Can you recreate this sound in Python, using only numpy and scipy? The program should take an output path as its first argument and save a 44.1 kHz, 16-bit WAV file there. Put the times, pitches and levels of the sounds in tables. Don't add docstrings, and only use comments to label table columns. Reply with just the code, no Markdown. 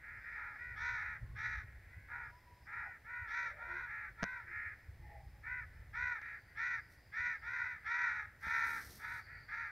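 import sys
import numpy as np
from scipy import signal
from scipy.fft import rfft, irfft, next_fast_len
from scipy.io import wavfile
from scipy.ndimage import map_coordinates

SR = 44100
rng = np.random.default_rng(int(sys.argv[2]) if len(sys.argv) > 2 else 0)


def bounce(signal):
    frames = np.transpose(np.atleast_2d(signal))
    limited = np.clip(frames, -1, 1)
    pcm = np.round(limited * 32767).astype(np.int16)
    wavfile.write(sys.argv[1], SR, pcm)


N = 428211
TIME = np.arange(N) / SR


def caw(length, level_db, top_hz, crest, fall, tilt_db, core_db, hoarse, rasp_db, dull_db,
        hold=0, rattle_depth=.058, rise=.19, rattle_hz=74, harmonics=18):
    # (stage [0-1], level [dB])
    envelope = [(0, -33), (.1, -10.5), (.25, -2.53), (.5, -0.5), (.75, -2.38), (.9, -9), (1, -20.5)]
    # (frequency [Hz], gain [dB])
    formants = [(300, -51), (500, -40), (750, -20.5), (980, -14), (1150, -14), (1400, -2.7), (1650, 1),
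                (1900, 2), (2350, -7.5), (2600, -22), (2850, -38), (3600, -82)]
    # (frequency [Hz], gain [dB])
    rasp_formants = [(2500, -30), (3200, -12), (3850, 3), (4300, -7), (5300, -8), (5950, -2.5), (6600, -12),
                     (7300, -28), (10000, -44)]
    sample = np.arange(int(np.clip(length, .05, .45) * SR))
    size = len(sample)
    drift, jitter, flutter = (wander(SR // 2, hz)[:size] for hz in (45, 260, 45))
    hiss = rng.standard_normal(SR // 2)[:size]
    phases = np.pi * rng.uniform(-.95, 1, (harmonics, 1))
    bird, height = rng.uniform(-1.023, 1, 2)
    stage = np.interp(sample / size, [0, np.clip(crest, .1, .9), 1], [0, .5, 1])
    from_crest = 2 * stage - 1
    rising = from_crest < 0
    arch = 1 - np.where(rising, rise, fall) * abs(from_crest) ** np.where(rising, 2.1, 2.7)
    rattle_rate = rattle_hz * (1 + .0702 * bird) * arch * (1 + .0886 * drift)
    rattle = 2 * np.pi * np.cumsum(rattle_rate) / SR
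    throb = 1 + .2 * np.cos(rattle + .13)
    waver = 1 + rattle_depth * (1 + hoarse) * np.sin(rattle) + (.01 + .06 * hoarse) * jitter
    phase = 2 * np.pi * np.cumsum(top_hz * arch * waver) / SR
    pulses = unit_rms(np.cos(np.arange(1, harmonics + 1)[:, None] * phase + phases).sum(0))
    puffs = hiss * (1 + np.cos(phase))
    throat = [(f, db + tilt_db * np.log2(f / 1700) + core_db * np.exp(-((f - 1850) / 220) ** 2))
              for f, db in formants]
    upper = [(f, db - dull_db * np.log2(f / 4000)) for f, db in rasp_formants]
    voice = gliding_filter(throb * (pulses + (.04 + .7 * hoarse) * puffs), throat, arch ** .15)
    rasp = gliding_filter(throb * (pulses + .5 * puffs), upper, arch ** np.where(rising, .8, .25))
    call = voice + gain_of(rasp_db - 2.5 * from_crest) * rasp
    lag = round((.006 + .002003 * height) * SR)
    call = unit_rms(call + .56 * np.interp(sample - lag, sample, call, left=0))
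    swell_db = np.interp(stage, *np.transpose(envelope)) * (1 - hold * (1 - from_crest ** 8))
    return gain_of(level_db + swell_db + 1.34 * flutter) * call * signal.windows.tukey(size, .06)


def crows(near_db=-39.5, clear_hz=487, slack_hz=13):
    # (start [s], length [s], level [dB], top pitch [Hz], crest position [0-1],
    # brightness [dB/octave], rasp [dB])
    caws = [(-0.005, .27, -50.5, 448, .42, 4, -40), (.186, .29, -46.8, 455, .5, 7, -35),
            (.333, .26, -47, 459, .38, -3, -33), (.535, .26, -47.3, 493, .5, 6, -33),
            (.745, .31, -39.6, 480, .42, -2.5, -22), (.945, .26, -43, 465, .36, 1, -29),
            (1.341, .305, -40.8, 462, .37, 2, -22.5), (1.72, .19, -65.5, 420, .55, 12, -40),
            (1.854, .34, -60, 535, .5, 8, -45), (2.071, .25, -45.5, 472, .37, -3, -35.5),
            (2.648, .24, -44.5, 458, .52, -2, -36), (2.726, .26, -49.5, 490, .56, 2, -42),
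            (3.032, .29, -45, 492, .42, -1, -35), (3.261, .28, -39, 482, .44, 0, -23.5),
            (3.545, .3, -46, 491, .56, -5, -31), (3.661, .25, -45, 507, .46, -3, -27.5),
            (3.837, .29, -44, 443, .47, 1.5, -35), (4.16, .29, -44.3, 506, .45, -4, -29),
            (4.44, .33, -44.5, 452, .48, 6, -42), (5, .23, -63.5, 460, .48, 30, -40),
            (5.42, .24, -42.8, 496, .48, 2, -38), (5.923, .285, -39, 498, .38, -1, -27.5),
            (6.173, .24, -46, 450, .42, 5, -30), (6.545, .268, -37.5, 490, .5, 3, -26),
            (7.113, .277, -38.5, 485, .48, 4.5, -27), (7.408, .29, -41, 496, .48, -1, -27),
            (7.544, .25, -42, 497, .43, 2.5, -28), (7.835, .31, -36.8, 489, .47, 0, -25.5),
            (7.935, .335, -39.3, 478, .44, 0, -26.5), (8.405, .295, -36.7, 477, .5, -1, -24),
            (8.538, .295, -38.6, 477, .32, -2, -23), (8.975, .26, -44.8, 474, .52, -2.5, -23),
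            (9.26, .14, -54, 470, .4, 6, -40), (9.47, .26, -41.3, 457, .44, 1, -28)]
    out = np.zeros(N)
    for start, length, db, hz, crest, bright, rasp_db in caws:
        faint_db = np.clip(near_db - db, 0, 10)
        slack = np.clip((clear_hz - hz) / slack_hz, 0, 1)
        hold = max(.3 - .05 * faint_db, 0) * (1 - slack)
        call = caw(length, db, hz, crest, fall=.22, tilt_db=bright, core_db=-1.7 + .7 * bright,
                   hoarse=.04 + .007 * faint_db + .17 * slack, rasp_db=rasp_db,
                   dull_db=1 + 1.2 * faint_db, hold=hold, rattle_depth=.048 + .012 * slack)
        add(out, start, call)
    return out


def far_flock(count=28):
    # (start [s], length [s], level [dB])
    bouts = [(0, 1.9, -68), (3.4, .55, -62), (4.4, .35, -63), (5.75, 1.1, -70), (7.7, 2, -60)]
    out = np.zeros(N)
    for k, (late, pitch, tilt) in enumerate(rng.uniform(-1, 1, (count, 3))):
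        call = caw(length=.26, level_db=0, top_hz=480 + 45 * pitch, crest=.45, fall=.14,
                   tilt_db=4 + 4 * tilt, core_db=1.6, hoarse=.22, rasp_db=-33, dull_db=8)
        add(out, (k + late / 2 - .5) * N / SR / count, call)
    return unit_rms(out) * swells(bouts, rise_s=.2, fade_s=.1)


def land(x, near_db=-15, tail_db=-24, echo_s=.16, reflections_per_s=2000):
    # (frequency [Hz], time to fall 60 dB [s])
    decay_times = [(300, .6), (1000, 0.65), (1900, 0.94), (3000, 0.21), (7000, 0.11)]
    t = np.arange(SR) / SR
    near, tail, echo = rng.choice([-1., 1.], (3, SR)) * (rng.random((3, SR)) < reflections_per_s / SR)
    hz, when, spectra = signal.stft(tail, SR, nperseg=256)
    decay = gain_of(-60 * when / value_at(decay_times, hz)[:, None])
    tail = signal.istft(spectra * decay, SR, nperseg=256)[1][:SR]
    near = near * np.exp(-t / .014)
    echo = echo * np.exp(-((t - echo_s) / .07) ** 2)
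    near, tail, echo = (part / np.linalg.norm(part) for part in (near, tail, echo))
    echo = signal.lfilter(*signal.butter(2, 2800, fs=SR), echo)
    response = gain_of(near_db) * near + gain_of(tail_db) * tail + gain_of(-30) * echo
    return x + signal.fftconvolve(x, response)[:N]


def clacks(size=4096):
    # (time [s], snap peak [dB], ring peak [dB])
    blows = [(4.2266, -50, -29), (4.2313, -23, -26.5), (4.24, -22, -44), (6.217, -44, -75),
             (7.271, -42, -54), (8.469, -40, -41)]
    # (frequency [Hz], level [dB], time to fall 60 dB [s])
    modes = [(190, 3.5, 0.069), (270, 6, 0.023), (480, -12.5, 0.052), (686, 2, 0.032), (1620, 8.5, 0.027)]
    # (frequency [Hz], level [dB])
    snap_spectrum = [(100, 1.5), (600, 8.5), (1800, 9.5), (3000, -5), (4500, -4.5), (6300, 0.5),
                     (7400, -31), (10000, -37), (16000, -36)]
    t = np.arange(size) / SR
    log_gain = np.log(gain_of(value_at(snap_spectrum, abs(np.fft.fftfreq(size, 1 / SR)))))
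    snap = np.fft.ifft(np.exp(np.conj(signal.hilbert(log_gain)))).real
    ring = sum(gain_of(db - 60 * t / t60) * np.sin(2 * np.pi * hz * t) for hz, db, t60 in modes)
    snap, ring = snap / abs(snap).max(), ring / abs(ring).max()
    out = np.zeros(N)
    for start, snap_db, ring_db in blows:
        add(out, start, gain_of(snap_db) * snap + gain_of(ring_db) * ring)
    return out


def wind(lump_db=2, breeze_db=-63, calm_db=-64.5, calm_s=6.2):
    # (start [s], length [s], level [dB])
    gusts = [(.7, .5, -56.5), (1.24, .16, -49.5), (1.5, .22, -55), (1.9, .4, -63), (4.92, 1.1, -57.5),
             (8.5, 1.1, -66)]
    # (frequency [Hz], level [dB])
    buffet_spectrum = [(15, -13), (30, -9.5), (50, 3), (80, 0), (120, -3.5), (180, -21), (300, -35.5),
                       (600, -38), (1500, -82)]
    lumps = gain_of(lump_db * wander(next_fast_len(N), 12.4)[:N])
    buffet = coloured(rng.standard_normal(N), buffet_spectrum)
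    rumble = unit_rms(signal.sosfilt(signal.butter(2, 60, "high", fs=SR, output="sos"), buffet))
    calm = np.clip((TIME - calm_s) / .24 + .5, 0, 1)
    breeze = gain_of(breeze_db + (calm_db - breeze_db) * calm)
    strength = np.hypot(breeze, swells(gusts, rise_s=.05, fade_s=.09))
    return unit_rms(((1 - calm) * buffet + calm * rumble) * lumps) * strength


def thumps(swing_hz=78, width_s=.011):
    # (time [s], envelope peak [dB])
    pulses = [(.81, -49), (1.237, -47), (1.587, -42), (3.228, -44), (4.57, -51), (4.67, -49), (4.893, -43),
              (7.205, -52), (8.475, -47)]
    out = np.zeros(N)
    t = np.arange(-SR // 10, SR // 10) / SR
    for (when, db), (phase, detune) in zip(pulses, rng.uniform(-1, 1, (len(pulses), 2))):
        swing = np.cos(2 * np.pi * swing_hz * (1 + .15 * detune) * t + np.pi * phase)
        add(out, when + t[0], gain_of(db) * np.exp(-(t / width_s) ** 2) * swing)
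    return out


def rub(grain_db=1.5, stereo_width=.12):
    # (start [s], length [s], level [dB])
    strokes = [(6.92, .02, -73), (8.43, .76, -68), (8.67, .31, -60)]
    # (frequency [Hz], level [dB])
    friction_spectrum = [(80, 5), (170, 13.5), (700, 2.5), (2800, -7), (4200, 3), (5800, 5.5), (7300, -5.5),
                         (8600, 0.5), (10000, -2), (12000, 2.5), (15500, -6)]
    grains = rng.standard_normal((2, N)) * gain_of(grain_db * wander(next_fast_len(N), 110)[:N])
    mid = coloured(grains[0], friction_spectrum)
    side = stereo_width * coloured(np.gradient(grains[1]), friction_spectrum)
    return np.array([mid + side, mid - side]) * swells(strokes, rise_s=.025, fade_s=.03)


def far_calls():
    # (start [s], length [s], level [dB], pitch [Hz], glide [share of pitch], line width [Hz])
    calls = [(1.217, 0.22, -73, 1086, .1, 68), (2.09, .16, -67, 800, -0.012, 45),
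             (2.24, 0.18, -65.5, 970, .08, 17), (2.366, 0.31, -68.5, 975, -0.003, 29),
             (2.8, 0.13, -61, 810, -0.15, 110), (3.326, 0.51, -66.5, 599, .2, 120),
             (3.548, 0.25, -66.5, 713, -.15, 210), (3.667, .15, -61, 353, 0, 13),
             (4.417, .14, -69, 352, 0, 8), (4.993, 0.073, -71, 345, -0.042, 8),
             (4.99, 0.3, -63, 825, -.07, 57), (5.043, 0.21, -66, 668, -0.13, 220),
             (5.22, 0.4, -72.5, 836, 0, 59)]
    out = np.zeros(N)
    for start, length, db, hz, glide, width_hz in calls:
        from_middle = np.linspace(-.5, .5, int(length * SR))
        blur = 1 + wander(SR, width_hz) + 1j * wander(SR, width_hz) / 2
        carrier = np.exp(2j * np.pi * np.cumsum(hz * (1 + glide * from_middle)) / SR)
        tone = unit_rms((blur[:len(carrier)] * carrier).real)
        add(out, start, gain_of(db) * tone * np.cos(np.pi * from_middle))
    return out


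def trill(notes_per_s=62, sweep_hz=600, flicker_db=2, blur=.65):
    # (start [s], length [s], level [dB], centre frequency [Hz])
    phrases = [(.2, .55, -84, 5000), (2.25, .6, -85, 5050), (4.4, 1.4, -88.5, 5050), (6.3, .3, -84, 4700),
               (6.8, .9, -79.5, 4850), (9.1, .6, -74, 4640)]
    size = next_fast_len(N)
    note_stage = np.cumsum(notes_per_s * (1 + .02 * wander(size, 3.8)[:N])) / SR % 1
    contour = [(at, hz) for start, length, _, hz in phrases for at in (start, start + length)]
    centre_hz = np.interp(TIME, *np.transpose(contour))
    carrier = np.exp(2j * np.pi * np.cumsum(centre_hz + sweep_hz * (.5 - note_stage)) / SR)
    scatter = (wander(size, 240) + 1j * wander(size, 300))[:N]
    song = (carrier * (np.sin(np.pi * note_stage) ** 2 + blur * scatter)).real
    flicker = gain_of(flicker_db * wander(size, 10)[:N])
    return unit_rms(song * flicker) * swells(phrases, rise_s=.15, fade_s=.12)


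def hush(level_db=-68):
    # (frequency [Hz], relative density [dB])
    hush_spectrum = [(100, 0.1), (250, -6), (400, -7.5), (800, -8), (1150, -14), (1400, -13), (1900, -4.3),
                     (2300, -9), (2900, -21), (4800, -21), (6500, -26), (10000, -26), (12000, -24),
                     (15700, -26)]
    # (frequency [Hz], correlation [0-1])
    correlation = [(100, 1), (2500, 1), (4000, 0.91), (8000, 0.25), (15000, 0.41)]
    size = next_fast_len(N)
    hz = np.fft.rfftfreq(size, 1 / SR)
    mid, side = rfft(rng.standard_normal((2, size))) * gain_of(value_at(hush_spectrum, hz))
    same = value_at(correlation, hz)
    mid, side = mid * np.sqrt(1 + same), side * np.sqrt(1 - same)
    return gain_of(level_db) * unit_rms(irfft([mid + side, mid - side], size)[:, :N])


def gain_of(db):
    return 10 ** (np.asarray(db) / 20)


def unit_rms(x):
    return x / np.sqrt(np.mean(x ** 2) + 1e-20)


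def value_at(points, hz):
    f, value = np.transpose(points)
    return np.interp(np.log(hz + 1), np.log(f + 1), value)


def add(mix, start_s, sound):
    at = round(start_s * SR)
    sound = sound[max(-at, 0):]
    part = mix[max(at, 0):][:len(sound)]
    part += sound[:len(part)]


def coloured(x, points):
    size = next_fast_len(len(x))
    response = gain_of(value_at(points, np.fft.rfftfreq(size, 1 / SR)))
    return unit_rms(irfft(rfft(x, size) * response, size)[:len(x)])


def gliding_filter(x, points, scale):
    warped_time = np.cumsum(scale)
    positions = np.interp(np.arange(warped_time[-1]), warped_time, np.arange(len(x)))
    filtered = coloured(map_coordinates(x, [positions]), points)
    return unit_rms(map_coordinates(filtered, [warped_time]))


def wander(size, hz):
    spectrum = rfft(rng.standard_normal(size))
    return unit_rms(irfft(spectrum / (1 + (np.fft.rfftfreq(size, 1 / SR) / hz) ** 4), size))


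def swells(rows, rise_s, fade_s):
    power = 0
    for start, length, db, *_ in rows:
        early = np.maximum(start - TIME, 0) / rise_s
        late = np.maximum(TIME - start - length, 0) / fade_s
        power = power + (gain_of(db) * np.exp(-early ** 2 - late)) ** 2
    return np.sqrt(power)


def scene():
    birds = land(crows() + far_flock() + far_calls() + trill())
    return birds + wind() + thumps() + rub() + clacks() + hush()


def record(dry):
    cutoff_hz = 15750
    low_pass = signal.firwin(511, cutoff_hz, window=("kaiser", 9), fs=SR)
    return signal.oaconvolve(dry, low_pass[None], "same")


dry = scene()
out = record(dry)
bounce(out)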